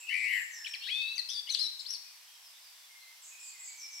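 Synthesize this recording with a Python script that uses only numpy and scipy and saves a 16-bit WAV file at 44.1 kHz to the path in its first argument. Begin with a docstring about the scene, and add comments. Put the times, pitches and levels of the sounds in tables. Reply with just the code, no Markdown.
"""Songbirds in a garden

A bird close by on the left sings one phrase with both sides of its syrinx, two independent oscillators:
a burr, chips, paired whistles and an arch. Farther birds answer with thin buzzes, slurs and low whistles.
Walls and hedges reflect the song over a faint, steady background hush."""
import sys
import numpy as np
from scipy import signal
from scipy.fft import rfft, irfft
from scipy.io import wavfile
from scipy.ndimage import uniform_filter1d

SR = 44100
rng = np.random.default_rng(int(sys.argv[2]) if len(sys.argv) > 2 else 0)


def unload_wav(signal):
    """Save mono or channel-first audio to the path in sys.argv[1] as 16-bit WAV at rate SR, clipped to [-1, 1]."""
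    wavfile.write(
        sys.argv[1],
        SR,
        np.round(np.clip(np.atleast_2d(signal).T, -1, 1) * 32767).astype(np.int16),
    )


N = 176400
NEAR_EDGE_S, FAR_ATTACK_S, FAR_RELEASE_S = 0.002, 0.004, 0.028
EARLY_DELAY_S, TAIL_DELAY_S = 0.003, 0.024
ANTIPHASE = np.array([[1], [-1]])


def undb(db):
    """Amplitude ratio of a level in decibels."""
    return 10 ** (np.asarray(db) / 20)


def unit(x):
    """Normalisation to unit rms."""
    return x / np.sqrt(np.mean(x ** 2))


def jitter(rate, size):
    """Interpolated noise of about unit spread, with rate new values a second."""
    at = np.arange(size) * rate / SR
    return 1.2 * np.interp(at, np.arange(N // 10), rng.standard_normal(N // 10))


def colour(x, points):
    """Zero-phase filtering through (f/Hz, gain/dB) points."""
    hz, db = np.array(points, float).T
    f = np.maximum(np.arange(N // 2 + 1) * SR / N, 1)
    return irfft(rfft(x) * undb(np.interp(np.log(f), np.log(hz), db)), N)


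def pan(db):
    """Interaural level difference as two gains; positive is left."""
    return undb(ANTIPHASE * db / 2)


def add(track, start, x):
    """Superposition of x on a track from a start time in seconds."""
    i = int(start * SR)
    a, b = max(i, 0), min(i + len(x), N)
    if b > a:
        track[a:b] += x[a - i:b - i]


def contours(rows):
    """Linear interpolation of a note's rows in time, one curve per column."""
    times, *columns = np.array(rows, float).T
    times = np.sort(times)
    t = np.arange(times[0], times[-1] + NEAR_EDGE_S, 1 / SR)
    return [np.interp(t, times, c) for c in columns]


# Faint background hush, with a thin hiss in the top treble: f/Hz, relative level/dB
HUSH_SPECTRUM = [(35, -48), (69, -27.5), (190, -38), (438, -28.5), (520, -22), (950, -9), (1350, -13.5),
                 (2100, -7.5), (4350, -6.5), (5860, -5.5), (6810, -14), (7520, -9), (8310, -11),
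                 (12700, -12), (15500, -17)]
# Spread of the hush in the mix, with the thin hiss centred: f/Hz, side level re mid/dB
HUSH_SPREAD = [(60, -16), (200, 0), (700, -4.5), (1300, 0), (4400, -3), (7500, 1), (9000, -27.5),
               (15000, -38)]


def hush():
    """Stationary noise, partly coherent between channels: centred in the bass and top treble."""
    mid, side = (unit(colour(rng.standard_normal(N), HUSH_SPECTRUM)) for _ in range(2))
    return undb(-57.5) * (mid + colour(side, HUSH_SPREAD) * ANTIPHASE)


# Second and third harmonics: level re fundamental/dB
HARMONICS = [-37.5, -46.5]


def syrinx(hz, db, roughness, attack=NEAR_EDGE_S, release=NEAR_EDGE_S):
    """One side of a syrinx: a nearly sinusoidal oscillator, roughened by random modulation."""
    jitter_hz, pitch_spread, level_spread_db = 500, 0.0565, 7.5
    t = np.arange(len(hz)) / SR
    hz = hz * (1 + pitch_spread * roughness * jitter(jitter_hz, len(t)))
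    db = db + level_spread_db * roughness * jitter(jitter_hz, len(t))
    phase = 2 * np.pi * np.cumsum(hz) / SR
    overtones = sum(undb(d) * np.sin(k * phase) * (k * hz < SR / 2) for k, d in enumerate(HARMONICS, 2))
    gate = np.clip(t / attack, 0, 1) * np.clip((t[-1] - t) / release, 0, 1)
    return np.sqrt(2) * (np.sin(phase) + overtones) * gate * undb(db)


# Far gliding notes: t/s, duration/s, first f/Hz, last f/Hz, source level/dB, roughness (0-1)
FAR_SLURS = [(0, 0.083, 2700, 2550, -52.5, 0.51), (0.469, 0.24, 1931, 1796, -58.5, 0.56),
             (0.703, 0.053, 5594, 5260, -46, 0.14), (2.019, 0.077, 2460, 2457, -65.5, 0),
             (2.05, 0.055, 5160, 4420, -59, 0), (2.25, 0.13, 3070, 3150, -68, 0.58),
             (2.328, .045, 5770, 5150, -63, 0.2), (2.424, 0.08, 5700, 4830, -61, 0.1),
             (2.53, 0.057, 3570, 3610, -62, 0.5), (2.748, 0.11, 3590, 3435, -67, .3),
             (2.605, 0.11, 5400, 4570, -62, 0.1), (0.799, 0.34, 4326, 4467, -52.5, 0.23),
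             (2.891, 0.25, 2144, 2076, -64, 0.18), (3.31, 0.1, 2480, 2470, -56, 0.24),
             (3.45, 0.085, 2480, 2483, -57.5, 0.13), (3.391, 0.15, 5540, 4480, -61.5, 0.3),
             (3.533, 0.12, 2158, 1993, -61.5, 0.3), (3.633, .12, 5220, 4350, -64, 0.65),
             (2.994, 0.051, 4300, 4150, -62, 0.4), (3.673, 0.41, 2254, 2312, -57, 0.14),
             (3.809, 0.064, 2383, 2338, -57.5, 0.26)]


def slurs():
    """Power-law frequency glides: fast at first, then levelling out."""
    song = np.zeros(N)
    for start, length, first, last, db, roughness in FAR_SLURS:
        t = np.arange(0, length, 1 / SR)
        hz = last + (first - last) * (1 - t / length) ** 2.3
        add(song, start, syrinx(hz, db, roughness, FAR_ATTACK_S, FAR_RELEASE_S))
    return song


# Far thin buzzes: t/s, duration/s, carrier f/Hz, source level/dB, deviation/Hz
FAR_BUZZES = [(0, 0.046, 7570, -54, 314), (0.163, 0.097, 7690, -55.5, 250), (0.319, 0.12, 7420, -54, 208),
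              (0.394, 0.22, 7330, -60.5, 148), (3.217, 0.085, 7720, -57.5, 416),
              (3.234, 0.09, 6870, -56.5, 320), (3.39, 0.11, 7760, -55, 331),
              (3.43, 0.091, 7070, -55.5, 400), (3.585, 0.13, 7590, -52.5, 280),
              (3.64, 0.06, 6910, -52.5, 350), (3.9, 0.11, 7570, -64, 410)]


def buzzes(rate_hz=100, roughness=0.548):
    """Fast frequency modulation spreads a high carrier into sidebands, heard as a buzz."""
    song = np.zeros(N)
    for start, length, carrier, db, deviation in FAR_BUZZES:
        t = np.arange(0, length, 1 / SR)
        hz = carrier + deviation * np.sin(2 * np.pi * rate_hz * t)
        add(song, start, syrinx(hz, db, roughness, FAR_ATTACK_S, FAR_RELEASE_S))
    return song


# Near trilled notes, by name: t/s, carrier f/Hz, source level/dB, deviation/Hz, trill rate/Hz
NEAR_TRILLS = { "burr lead-in": [(.07, 2690, -50, 152, 110), (.094, 2640, -34, 150, 83),
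               (.103, 2950, -39.5, 97, 68), (.16, 2940, -49.5, 151, 114)],
               "burr": [(.094, 1920, -46, 146, 59), (.115, 1970, -39, 252, 60.5),
               (.142, 2180, -29.5, 238, 78), (.178, 2176, -34, 230, 102), (.228, 2170, -36.5, 210, 125),
               (.243, 2150, -33.5, 200, 130), (.28, 2086, -36.5, 190, 100), (.33, 2016, -33, 159, 99.5),
               (.385, 1865, -34.5, 134, 109), (.43, 1771, -44.5, 90, 170), (.45, 1760, -60, 60, 100)],
               "burr upper": [(.24, 2400, -46, 207, 93), (.28, 2414, -39, 256, 95),
               (.31, 2700, -44, 304, 100), (.365, 2843, -43.5, 203, 108), (.405, 2480, -47.5, 202, 104),
               (.43, 2185, -54, 98, 100)], "rasp": [(.815, 2635, -51, 412, 390),
               (.845, 2928, -44, 480, 470), (.885, 3774, -39.5, 462, 520), (.915, 4130, -56, 400, 310)],
               "scratch": [(1.552, 3307, -44, 637, 310), (1.58, 3264, -44, 450, 216),
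               (1.593, 3590, -47, 403, 290)], "quaver low": [(1.288, 3144, -49.5, 83, 130),
               (1.305, 3460, -42, 180, 98), (1.34, 3580, -46, 180, 120), (1.38, 3480, -43, 12.4, 56),
               (1.403, 3500, -42.5, 13, 99), (1.412, 3500, -56, 10, 200)],
               "quaver high": [(1.288, 4890, -38.5, 120, 64), (1.305, 5590, -43.5, 700, 125),
               (1.333, 5220, -43, 210, 138), (1.347, 4780, -39.5, 100, 200), (1.372, 4700, -37, 20, 200),
               (1.401, 4676, -39, 6, 110), (1.408, 4820, -58, 8.7, 150)], }


def trills(roughness=0.22):
    """Frequency and amplitude modulation in phase: the level pulses as the pitch swings."""
    song = np.zeros(N)
    for rows in NEAR_TRILLS.values():
        hz, db, deviation, rate = contours(rows)
        swing_hz = deviation * np.sin(2 * np.pi * np.cumsum(rate) / SR)
        pulse_db = 42 * swing_hz / hz
        add(song, rows[0][0], syrinx(hz + swing_hz, db + pulse_db, roughness))
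    return song


# Airy skirt of the near voice: f/Hz, relative level/dB
BREATH_SPECTRUM = [(1200, -10), (1900, -7), (3000, -2.5), (4500, 8), (6000, -2), (7000, -9.5), (8000, -2.5),
                   (9200, -5), (12500, -24.5), (15000, -22)]


def breath(song):
    """Noise modulated by the song's rms slope: loud, high notes take more air."""
    force = np.sqrt(np.abs(uniform_filter1d(np.gradient(song) ** 2, size=200)))
    return undb(-10.5) * force * unit(colour(rng.standard_normal(N), BREATH_SPECTRUM))


# Coupling of the two voices: f/Hz, gain/dB
VOICE_COUPLING = [(2000, -87), (4500, -38), (7500, -40), (9700, -20), (12000, -30.5)]


def sum_tones(song):
    """A quadratic nonlinearity doubles each frequency and makes sum tones where voices overlap."""
    envelope = np.sqrt(np.abs(uniform_filter1d(song ** 2, size=200)) + 1e-12)
    return colour(song ** 2 / envelope, VOICE_COUPLING)


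# Hiss above the near bird's harshest notes: t/s, duration/s, centre f/Hz, source level/dB
NEAR_SIZZLES = [(.28, 0.17, 11900, -58), (0.673, 0.029, 7900, -53), (1.498, .11, 7760, -55.5),
                (1.782, 0.065, 7350, -59)]


def sizzles():
    """Band-pass noise in puffs that swell and fade."""
    puffs = np.zeros(N)
    for start, length, hz, db in NEAR_SIZZLES:
        t = np.arange(0, length, 1 / SR)
        b, a = signal.iirpeak(hz, Q=4.5, fs=SR)
        hiss = unit(signal.filtfilt(b, a, rng.standard_normal(N)))[:len(t)]
        add(puffs, start, undb(db) * hiss * np.sqrt(np.sin(np.pi * t / length)))
    return puffs


# Far falling "teer" calls: t/s, duration/s, source level/dB
FAR_TEERS = [(0.515, .19, -51), (3.772, 0.13, -50), (3.907, .14, -49.5)]


def teers(top_hz=6280, end_hz=5310, fall_at_s=0.026, fall_s=0.0067, roughness=0.044):
    """A logistic frequency glide settles on one pitch, with random upward flicks."""
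    song = np.zeros(N)
    for start, length, db in FAR_TEERS:
        t = np.arange(0, length, 1 / SR)
        glide_hz = end_hz + (top_hz - end_hz) / (1 + np.exp((t - fall_at_s) / fall_s))
        flicks_hz = 199 * np.maximum(jitter(rate=300, size=len(t)), 0)
        hz = np.minimum(glide_hz + flicks_hz, top_hz)
        add(song, start, syrinx(hz, db, roughness, FAR_ATTACK_S, FAR_RELEASE_S))
    return song


# Near chips and whistles, by name: t/s, f/Hz, source level/dB, roughness (0-1)
NEAR_WHISTLES = { "double chip": [(.645, 2530, -39, 0.2), (.65, 3100, -39, 0), (.656, 2500, -52, 0.4),
                 (.661, 3370, -40.5, 0.22), (.668, 2560, -40.5, 0.5), (.682, 1880, -54, 0.33)],
                 "chip": [(.733, 2830, -44, 0), (.738, 3360, -40.5, 0.4), (.744, 2457, -39, 0.46),
                 (.76, 1890, -52, 0.34)], "double chip high": [(.669, 4530, -45, 0.2),
                 (.686, 2910, -49, 0.6)], "chip high": [(.747, 4700, -43, 0.7), (.763, 3330, -52.5, 0.4)],
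                 "rise low": [(.868, 1637, -56, 0.55), (.89, 2024, -43.5, 0.1), (.91, 2452, -41.5, 0.08),
                 (.93, 2514, -44, 0.14), (.99, 2552, -38, 0.06), (1.05, 2607, -37.5, 0.01),
                 (1.126, 2653, -42.5, 0.08), (1.152, 2640, -76, 0)], "rise high": [(.885, 2410, -45, 0.7),
                 (.91, 3230, -36.5, 0.05), (.96, 3557, -34.5, 0.22), (1.01, 3660, -40.5, 0.35),
                 (1.08, 3867, -42.5, 0), (1.128, 3995, -42, 0.08), (1.14, 3890, -47, 0.25)],
                 "tick": [(1.156, 5940, -44.5, .4), (1.17, 6020, -46.5, 0.58), (1.2, 6050, -62, 0.54)],
                 "pip": [(1.179, 4764, -40, 0.6), (1.187, 4380, -38, 0.23), (1.197, 4203, -26.5, 0),
                 (1.204, 3920, -43, .05), (1.208, 4200, -56, 0.2)], "pip low": [(1.163, 2903, -48, 0.5),
                 (1.174, 2622, -48, 0), (1.183, 2034, -47.5, 0.2), (1.207, 1880, -56, 0.1)],
                 "scoop": [(1.469, 3620, -43, 0), (1.473, 2950, -45.5, 0.3), (1.488, 2780, -45.5, 0.36),
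                 (1.492, 3300, -37, 0.42), (1.497, 5400, -40.5, 0.3), (1.505, 6400, -49, 0.45),
                 (1.525, 6080, -36.5, 0.13), (1.536, 6050, -46, 0.13), (1.545, 5595, -43, .5),
                 (1.55, 4000, -28.5, 0.65), (1.555, 2700, -40.5, 0.14)],
                 "scoop low": [(1.472, 1900, -62, 0.4), (1.492, 2210, -48.5, 0.04), (1.51, 2420, -56, 0.7)],
                 "slide": [(1.494, 4360, -46, 0), (1.504, 4180, -28, 0.2), (1.518, 3850, -41, 0.2),
                 (1.532, 3910, -43, 0.3), (1.546, 3360, -38, 0.1)], "swell": [(1.583, 3363, -59, 0.48),
                 (1.597, 3900, -39, 0.34), (1.612, 4260, -32, 0.02), (1.627, 4204, -33, 0),
                 (1.66, 3920, -34.5, 0), (1.675, 3860, -39.5, 0.03), (1.683, 3900, -58, .1)],
                 "swell high": [(1.587, 4590, -41, 0.15), (1.595, 4760, -33, 0.36),
                 (1.61, 5250, -43.5, 0.26), (1.622, 5525, -42, 0.23), (1.675, 5410, -43.5, 0.26)],
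                 "peak": [(1.787, 3306, -60, 0.4), (1.796, 4190, -37.5, 0), (1.802, 5424, -46, 0.35),
                 (1.81, 4140, -35, 0.09), (1.815, 3520, -54, .2)], "arch": [(1.851, 2706, -56.5, 0.02),
                 (1.861, 3680, -45.5, 0.15), (1.866, 4340, -36, 0.04), (1.876, 5013, -49.5, 0.1),
                 (1.905, 5710, -39, 0.47), (1.931, 5650, -41, 0.55), (1.938, 5400, -38, 0.59),
                 (1.946, 4660, -39, 0.43), (1.956, 4266, -39, 0.22), (1.964, 3570, -65, 0.05)], }


def whistles():
    """Biphonation: the two sides of the syrinx follow separate pitch contours, often at once."""
    song = np.zeros(N)
    for rows in NEAR_WHISTLES.values():
        add(song, rows[0][0], syrinx(*contours(rows)))
    return song


def echoes(x, delay_s, t60_s):
    """Diffuse reflections decay exponentially, in two uncorrelated channels."""
    t = np.arange(SR) / SR
    response = rng.standard_normal((2, SR)) * (t > delay_s) * np.exp(-np.log(1000) * t / t60_s)
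    response /= np.sqrt(np.sum(response ** 2, axis=1, keepdims=True))
    return signal.fftconvolve(x[None], response, axes=1)[:, :N]


def far_birds(width=0.7):
    """Beyond the critical distance reflections outweigh direct sound; ahead, slightly right."""
    song = slurs() + buzzes() + teers()
    early = undb(0.5) * echoes(song, EARLY_DELAY_S, t60_s=0.26)
    tail = undb(-1.5) * echoes(song, TAIL_DELAY_S, t60_s=1)
    mid, side = early + tail
    return undb(-1.5) * pan(-0.5) * (undb(-4) * song + mid + width * side * ANTIPHASE)


# Response of the near bird's throat: f/Hz, gain/dB
VOCAL_TRACT = [(300, -55), (1100, -4.5), (1700, -0.5), (6200, -0.5), (6800, -4), (7700, -2), (8800, -3.5),
               (10200, 7), (11300, 10.5), (13000, -4.5)]
# Stereo narrowing in the mix, so the song's highest treble is heard in the centre: f/Hz, side gain/dB
MIX_NARROWING = [(6500, 1.5), (8500, -30), (15000, -33)]


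def near_bird():
    """Source and filter: the throat colours the voices, and direct sound dominates from the left."""
    source = trills() + whistles()
    song = colour(source + sum_tones(source) + breath(source), VOCAL_TRACT) + sizzles()
    early = undb(-5.5) * echoes(song, EARLY_DELAY_S, t60_s=0.14)
    tail = undb(-6) * echoes(song, TAIL_DELAY_S, t60_s=0.65)
    left, right = undb(-1.33) * (song * pan(8) + (early + tail) * pan(5.5))
    return (left + right + colour(left - right, MIX_NARROWING) * ANTIPHASE) / 2


def scene():
    """Linear superposition of the hush and the birds."""
    return hush() + far_birds() + near_bird()


def record(dry):
    """Band limiting: a steep elliptic low-pass cuts the highest treble."""
    cutoff_hz = 15750
    return signal.sosfilt(signal.ellip(10, .2, 70, cutoff_hz, fs=SR, output="sos"), dry)


dry = scene()
out = record(dry)
unload_wav(out)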